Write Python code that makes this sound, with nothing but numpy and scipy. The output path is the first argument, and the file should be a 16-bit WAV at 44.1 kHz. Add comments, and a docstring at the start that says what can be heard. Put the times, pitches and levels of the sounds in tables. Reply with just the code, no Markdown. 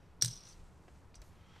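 """In a quiet room with a faint ventilation hum, a hand gathers hard casino chips on a felt table.
At 0.22 s the chips collide and ring in their modes, and the table top booms softly. Until about 0.55 s
they grind and squeak by stick-slip friction as the fingers close. The stack is carried aside, skin
and sleeve brushing the felt, and set down with faint ticks near 1.15 s. Last, the fingers slide off
and the sleeve whistles faintly as the arm draws back."""
import sys
import numpy as np
from scipy import signal
from scipy.fft import rfft, irfft
from scipy.io import wavfile
from scipy.ndimage import map_coordinates

SR = 44100
rng = np.random.default_rng(int(sys.argv[2]) if len(sys.argv) > 2 else 0)


def wav_out(sig):
    """Save sig, one row per channel (or a flat mono array), as 16-bit PCM at SR to the path in sys.argv[1]."""
    wavfile.write(sys.argv[1], SR, np.round(np.clip(np.atleast_2d(sig).T, -1, 1) * 32767).astype(np.int16))


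N = 70560
TIME = np.arange(N) / SR


def amp(db):
    """Decibels to amplitude ratio."""
    return 10 ** (np.asarray(db) / 20)


def unit(x):
    """Normalisation to rms 1."""
    return x / np.sqrt(np.mean(x ** 2) + 1e-20)


def at_frequency(points, hz):
    """Interpolation on a log-frequency axis."""
    knots_hz, values = np.transpose(points)
    return np.interp(np.log(hz + 1), np.log(knots_hz + 1), values)


def envelope(points):
    """Amplitude over time, interpolated in decibels."""
    return amp(np.interp(TIME, *np.transpose(points)))


def colour(x, spectrum):
    """Filtering by multiplication in the frequency domain."""
    return irfft(rfft(x) * amp(at_frequency(spectrum, np.fft.rfftfreq(len(x), 1 / SR))), len(x))


def add(mix, start_s, sound):
    """Superposition of a sound from its start time."""
    part = mix[round(start_s * SR):][:len(sound)]
    part += sound[:len(part)]


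def drift(rate_hz):
    """Random modulation: low-passed noise of rms 1."""
    low_pass = np.exp(-(np.fft.rfftfreq(N, 1 / SR) / rate_hz) ** 2)
    return unit(irfft(rfft(rng.standard_normal(N)) * low_pass, N))


def ring(modes, t, pitch_ratio=1):
    """Free vibration: a sum of exponentially damped modes."""
    return sum(amp(db - 60 * t / t60) * np.sin(2 * np.pi * hz * pitch_ratio * t) for hz, db, t60 in modes)


def slips(per_s, spread_db):
    """Friction as shot noise: random impulses of uneven size."""
    size = amp(spread_db * np.minimum(rng.exponential(1, N), 4))
    return rng.standard_normal(N) * size * (rng.random(N) < per_s / SR)


# air noise spectrum: frequency_hz, gain_db
AIR_SPECTRUM = [(10, -11), (22, -9.5), (32, -13), (48, -17.5), (80, -7), (110, -13), (160, -17.5),
                (216, -22.5), (400, -24.5), (640, -29), (950, -28), (2000, -38.5), (3740, -49),
                (8200, -53.5), (13200, -58), (15000, -69.5), (16000, -85.5)]
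# ventilation tones: pitch_hz, level_db
HUM_TONES = [(82, -74), (164, -70.5)]
# side signal relative to mid: frequency_hz, gain_db
AIR_SIDE = [(25, -25.5), (60, -17.5), (160, -4), (350, -17.5), (700, -22), (1400, -26.5), (3000, -17),
            (8000, -26)]
def room_tone():
    """Ambient noise and a ventilation hum wavering in phase and level, nearly alike in both ears."""
    mid, side = (amp(-59.5) * unit(colour(rng.standard_normal(N), AIR_SPECTRUM)) for _ in range(2))
    for hz, db in HUM_TONES:
        phase = 2 * np.pi * hz * TIME + 1.9 * drift(rate_hz=15)
        mid += amp(db) * np.sqrt(2) * np.sin(phase) * amp(0.94 * drift(rate_hz=6.5))
    side = colour(side, AIR_SIDE)
    return np.array([mid + side, mid - side])


# reverberation time: frequency_hz, t60_s
ROOM_DECAY = [(100, 0.15), (1000, 0.34), (4000, 0.58), (5800, 0.14), (8500, 0.37), (15000, 0.46)]
def reverberation(x):
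    """Early reflections from the table and its rails, then a diffuse tail decaying band by band."""
    hz, frame_s, bands = signal.stft(rng.standard_normal(SR), SR, nperseg=256)
    decay = amp(-60 * frame_s / at_frequency(ROOM_DECAY, hz)[:, None])
    t = TIME[:SR]
    tail = signal.istft(bands * decay, SR, nperseg=256)[1][:SR] * (1 - np.exp(-t / .008))
    early = rng.standard_normal(SR) * np.exp(-t / .014) * (t > .002)
    response = (amp(-15.5) * unit(tail) + amp(-10.5) * unit(early)) / np.sqrt(SR)
    return signal.fftconvolve(x, response)[:N]


# reflections from the side: frequency_hz, gain_db
LATERAL_SPECTRUM = [(60, -15), (130, -14), (400, -12), (1500, -27), (4000, -52), (12000, -47)]
def lateral_reflections(x):
    """Decorrelation: separate reverberation, opposite in sign at the two ears, gives width."""
    side = colour(reverberation(x), LATERAL_SPECTRUM)
    return np.array([side, -side])


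# strokes of fingers on felt, fingers leaving the stack, and sleeve: time_s, level_db
BRUSH_LEVEL = [(0, -91), (.42, -93), (.49, -62), (.55, -73), (.8, -83), (.88, -77.5), (.98, -78.5),
               (1.12, -87.5), (1.6, -90)]
RELEASE_LEVEL = [(1.2, -110), (1.222, -85), (1.24, -74), (1.28, -74), (1.33, -80.5), (1.4, -84.5),
                 (1.5, -110)]
SLEEVE_LEVEL = [(0, -76.5), (.1, -78), (.18, -84), (.44, -68), (.6, -74.5), (.78, -82), (.92, -79.5),
                (1.12, -83), (1.27, -77.5), (1.42, -72), (1.5, -70), (1.58, -67), (1.6, -69)]
# their spectra: frequency_hz, gain_db
BRUSH_SPECTRUM = [(300, -7), (1500, -6.5), (4000, 5), (8000, 7.5), (10500, -3), (12700, -7), (14500, -15),
                  (15500, -27)]
RELEASE_SPECTRUM = [(500, -9.5), (3000, -5.5), (6500, 4), (9000, -0.5), (12500, -1.5), (14000, -8.5),
                    (15500, -17)]
SLEEVE_SPECTRUM = [(200, -6.5), (700, -2.5), (1300, 1), (1700, -3), (2600, -1.5), (3250, -6.5), (3800, -5),
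                   (5600, -11), (6500, -14), (9000, -24.5), (15000, -34.5)]
def cloth_rustle():
    """Sliding friction: fibres catch and let go under three uneven strokes."""
    out = np.zeros(N)
    for levels, spectrum in [(BRUSH_LEVEL, BRUSH_SPECTRUM), (RELEASE_LEVEL, RELEASE_SPECTRUM),
                             (SLEEVE_LEVEL, SLEEVE_SPECTRUM)]:
        fibres = unit(colour(slips(per_s=16000, spread_db=1), spectrum))
        out += envelope(levels) * fibres * amp(0.75 * drift(rate_hz=45))
    return out


# resonances of the sliding sleeve: pitch_hz, level_db, t60_s
WHISTLE_MODES = [(1313, -15, 0.21), (2060, -9.5, 0.048), (3240, 2.5, .014), (5650, -3, 0.0062),
                 (7350, -10.5, 0.00778)]
# swell as the arm draws back: time_s, level_db
WHISTLE_LEVEL = [(0, -96), (1.2, -96.5), (1.28, -89.5), (1.43, -78), (1.49, -71.5), (1.6, -68.5)]
def sleeve_whistle():
    """Forced resonance: the sleeve's friction noise excites a few narrow modes."""
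    resonance = signal.fftconvolve(rng.standard_normal(N), ring(WHISTLE_MODES, TIME[:4096]))[:N]
    return envelope(WHISTLE_LEVEL) * unit(resonance)


# modes of the table top: pitch_hz, level_db, t60_s
TABLE_MODES = [(119, -31.8, .43), (145, -37, .14), (164, -38.5, .33), (86, -42.5, .15)]
# the arm leans on the table: start_s, level_db, pitch_hz, length_s
ARM_LEANS = [(0.271, -54.5, 30, 0.13), (0.52, -50, 28, 0.19), (1.155, -51, 46, 0.085)]
def table_boom(start_s=.2186, rise_s=.015, free_s=.094, damping_s=.007):
    """Damped plate vibration: the top booms until the hand stills it, and sways under the arm."""
    out = np.zeros(N)
    attack = 1 - np.exp(-(TIME / rise_s) ** 2)
    damping = np.exp(-np.maximum(TIME - free_s, 0) / damping_s)
    add(out, start_s, ring(TABLE_MODES, TIME) * attack * damping)
    for lean_s, db, hz, length_s in ARM_LEANS:
        swell = np.sin(np.pi * np.minimum(TIME / length_s, 1))
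        add(out, lean_s, amp(db) * swell * np.sin(2 * np.pi * hz * TIME))
    return out


# fingers and stack meet the felt: start_s, puff_db, decay_s, treble_db, knock_hz, knock_db
FELT_TAPS = [(0.2234, -42.5, 0.0042, -4, 490, -43.5), (0.881, -54.5, 0.0073, -16, 730, -56),
             (1.2178, -59, .0012, 16, 620, -68), (1.2198, -58, 0.0075, 3, 623, -64),
             (1.5617, -52, 0.0055, -15, 820, -56)]
# noise of a tap: frequency_hz, gain_db
PUFF_SPECTRUM = [(80, -4), (250, -1), (420, 3), (750, -7), (1400, 0), (2600, -3), (5000, -7.5),
                 (10000, -22), (16000, -31)]
def felt_taps():
    """Cushioned impact: felt reduces each blow to a puff of noise and a heavily damped knock."""
    out, t = np.zeros(N), TIME[:4096]
    for start_s, puff_db, decay_s, treble_db, knock_hz, knock_db in FELT_TAPS:
        puff = unit(colour(rng.standard_normal(len(t)), PUFF_SPECTRUM))
        puff = colour(puff, [(1500, 0.0095), (9000, treble_db)])
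        knock = np.sin(2 * np.pi * knock_hz * t)
        add(out, start_s, (amp(puff_db) * puff + amp(knock_db) * knock) * np.exp(-t / decay_s))
    return out


# a sliding rim sings: start_s, length_s, level_db, pitch_hz
RIM_SQUEAKS = [(0.215, 0.021, -34, 5760), (.2535, 0.0024, -32, 8100), (0.2593, .0055, -39, 8590),
               (.2805, 0.0083, -44, 6130), (0.309, 0.0072, -44, 5830), (0.327, 0.011, -47, 5650),
               (0.358, 0.013, -56, 5980), (.486, 0.0054, -51.5, 6150), (0.526, 0.01, -61, 4670),
               (1.193, 0.019, -74, 6020)]
def rim_squeaks(ramp_s=.001, wander=.014, flutter_db=1.5):
    """Stick-slip oscillation: a rim briefly sustains one mode, unsteady in pitch and level."""
    out = np.zeros(N)
    for start_s, length_s, db, hz in RIM_SQUEAKS:
        gate = np.clip(np.minimum(TIME - start_s, start_s + length_s - TIME) / ramp_s, 0, 1)
        cycles = np.cumsum(hz * (1 + wander * drift(rate_hz=300))) / SR
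        out += gate * amp(db + flutter_db * drift(rate_hz=300)) * np.sin(2 * np.pi * cycles)
    return out


# modes of a chip held among others: pitch_hz, level_db, t60_s
CHIP_MODES = [(1504, -33, 0.017), (2240, -32.5, 0.011), (3530, -27, 0.03), (4130, -19, 0.018),
              (4934, -16.5, 0.018), (5300, -17, .02), (5570, -3.5, 0.0059), (5750, -6, 0.013),
              (5620, -20.5, 0.034), (8040, -23.5, .025), (8460, -17.5, 0.023), (9300, -23, 0.022),
              (10680, -31, .019), (12270, -25, 0.018), (14000, -34, .03)]
def chip_ring(t, pitch_ratio=1):
    """Impulse response of a hard chip: high, inharmonic modes that die quickly."""
    return ring(CHIP_MODES, t, pitch_ratio)


# crack of rims meeting: frequency_hz, gain_db
CONTACT_SPECTRUM = [(100, -23), (250, -26.5), (420, -21), (850, -24.5), (1500, -4.5), (2400, -8.5),
                    (3300, -8.5), (4000, 6.5), (6800, -7.5), (8000, 6), (10500, -5.5), (13000, -9.5),
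                    (16000, -16.5)]
def contact_noise(force):
    """Hard contact radiates a bright, broad spectrum."""
    return unit(colour(force, CONTACT_SPECTRUM))


# chip faces rubbing: time_s, level_db
GRIND_LEVEL = [(0, -80.5), (.09, -93), (.2108, -103), (.2128, -35.5), (.224, -42), (.239, -43), (.245, -50),
               (.261, -38), (.267, -75), (.274, -65), (.283, -39.5), (.295, -59), (.306, -54),
               (.311, -53.5), (.36, -55.5), (.428, -64), (.465, -57.5), (.495, -61), (.511, -66),
               (.526, -59), (.548, -79), (.62, -100), (1.135, -100), (1.16, -62.5), (1.205, -90),
               (1.24, -100)]
# slips are gentler than knocks: frequency_hz, gain_db
GRIND_SPECTRUM = [(200, -9.5), (2000, -5.5), (4000, 2), (4900, 1.5), (5750, 2), (7000, -3), (8500, -2),
                  (12000, -6.5), (16000, -14)]
# the ring shifts with the grip: time_s, pitch_ratio
GRIP_BEND = [(.21, 1.015), (.28, 1.01), (.335, .99), (.36, 1.01), (.405, .98), (.49, 1.06), (.54, 1.02),
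             (1.16, 1.02)]
def chip_grind(flutter_db=1.6, wander=.016, grip_rate_hz=70, hiss_db=-16.5):
    """Frictional excitation: tiny slips keep the chips ringing; the uneven grip bends their pitch."""
    force = slips(per_s=8000, spread_db=1.5) * amp(flutter_db * drift(grip_rate_hz))
    body = unit(signal.fftconvolve(force, chip_ring(TIME[:2048]))[:N])
    pitch_ratio = np.interp(TIME, *np.transpose(GRIP_BEND)) * (1 + wander * drift(grip_rate_hz))
    bent = map_coordinates(body, [np.cumsum(pitch_ratio)], order=5, mode="mirror")
    hiss = amp(hiss_db) * contact_noise(force)
    return envelope(GRIND_LEVEL) * unit(colour(bent + hiss, GRIND_SPECTRUM))


# chip strikes chip: start_s, level_db, pitch_ratio, relative_crack_db, cutoff_hz
CHIP_IMPACTS = [(.2207, -39, 1.47, -15, 12000), (.2224, -10.3, 1.0, -15, 14000),
                (.2238, -13, .995, -12, 14000), (.2264, -31, 0.83, -1, 13000),
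                (.2345, -35.5, 0.68, -2, 13500), (.2472, -25, 1.38, -3.5, 13000),
                (.2483, -29.5, 1.06, -5, 14500), (.2505, -32, 1.05, -5, 14000),
                (.2536, -31, 1.4, -13, 13000), (.2582, -22, 1.03, -17, 13000),
                (.2618, -39, 0.74, -9, 12000), (.2749, -45, 1.4, 3, 14000), (.2795, -36, 1.06, -9, 13000),
                (.2822, -35, 1.07, -11, 12000), (.3095, -40, 1.01, -24, 9000),
                (.3382, -39.5, .97, -24, 9000), (.3565, -42, 1.04, -24, 9000),
                (.3755, -45, 1.02, -24, 9000), (.4085, -47, 1.0, -22, 9000), (.4536, -48, 1.06, -20, 11000),
                (.4705, -48, .71, -18, 8000), (.4872, -44, 1.08, -17, 12000),
                (.4985, -47, 1.05, -18, 11000), (1.1426, -53, 0.42, -3, 5000),
                (1.1442, -49.5, 0.82, -14, 9500), (1.1520, -50, 1.0, -8, 10000),
                (1.1558, -47, 1.02, -4, 10000), (1.1586, -51, 1.05, -5, 10000)]
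def chip_clacks(contact_s=.00025, crack_decay_s=.0009):
    """Impact excitation: each collision rings a chip, with a crack from the rims."""
    out, t = np.zeros(N), TIME[:2048]
    for start_s, db, pitch_ratio, crack_db, cutoff_hz in CHIP_IMPACTS:
        crack = contact_noise(rng.standard_normal(len(t))) * np.exp(-t / crack_decay_s)
        body = chip_ring(t, pitch_ratio) * (1 - np.exp(-t / contact_s))
        low_pass = signal.butter(3, cutoff_hz, fs=SR)  # gentle contacts are duller
        add(out, start_s, amp(db) * signal.lfilter(*low_pass, body + amp(crack_db) * crack))
    return out


def scene():
    """Superposition: chips and table with their reflections, dry cloth sounds and room tone."""
    solids = chip_clacks() + chip_grind() + rim_squeaks() + felt_taps() + table_boom()
    cloth = cloth_rustle() + sleeve_whistle()
    return solids + lateral_reflections(solids) + reverberation(solids) + cloth + room_tone()


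def record(dry):
    """Band limiting: a linear-phase low-pass at 15.6 kHz."""
    low_pass = signal.firwin(255, 15600, window=("kaiser", 9), fs=SR)
    return signal.oaconvolve(dry, low_pass[None], "same")


dry = scene()
out = record(dry)
wav_out(out)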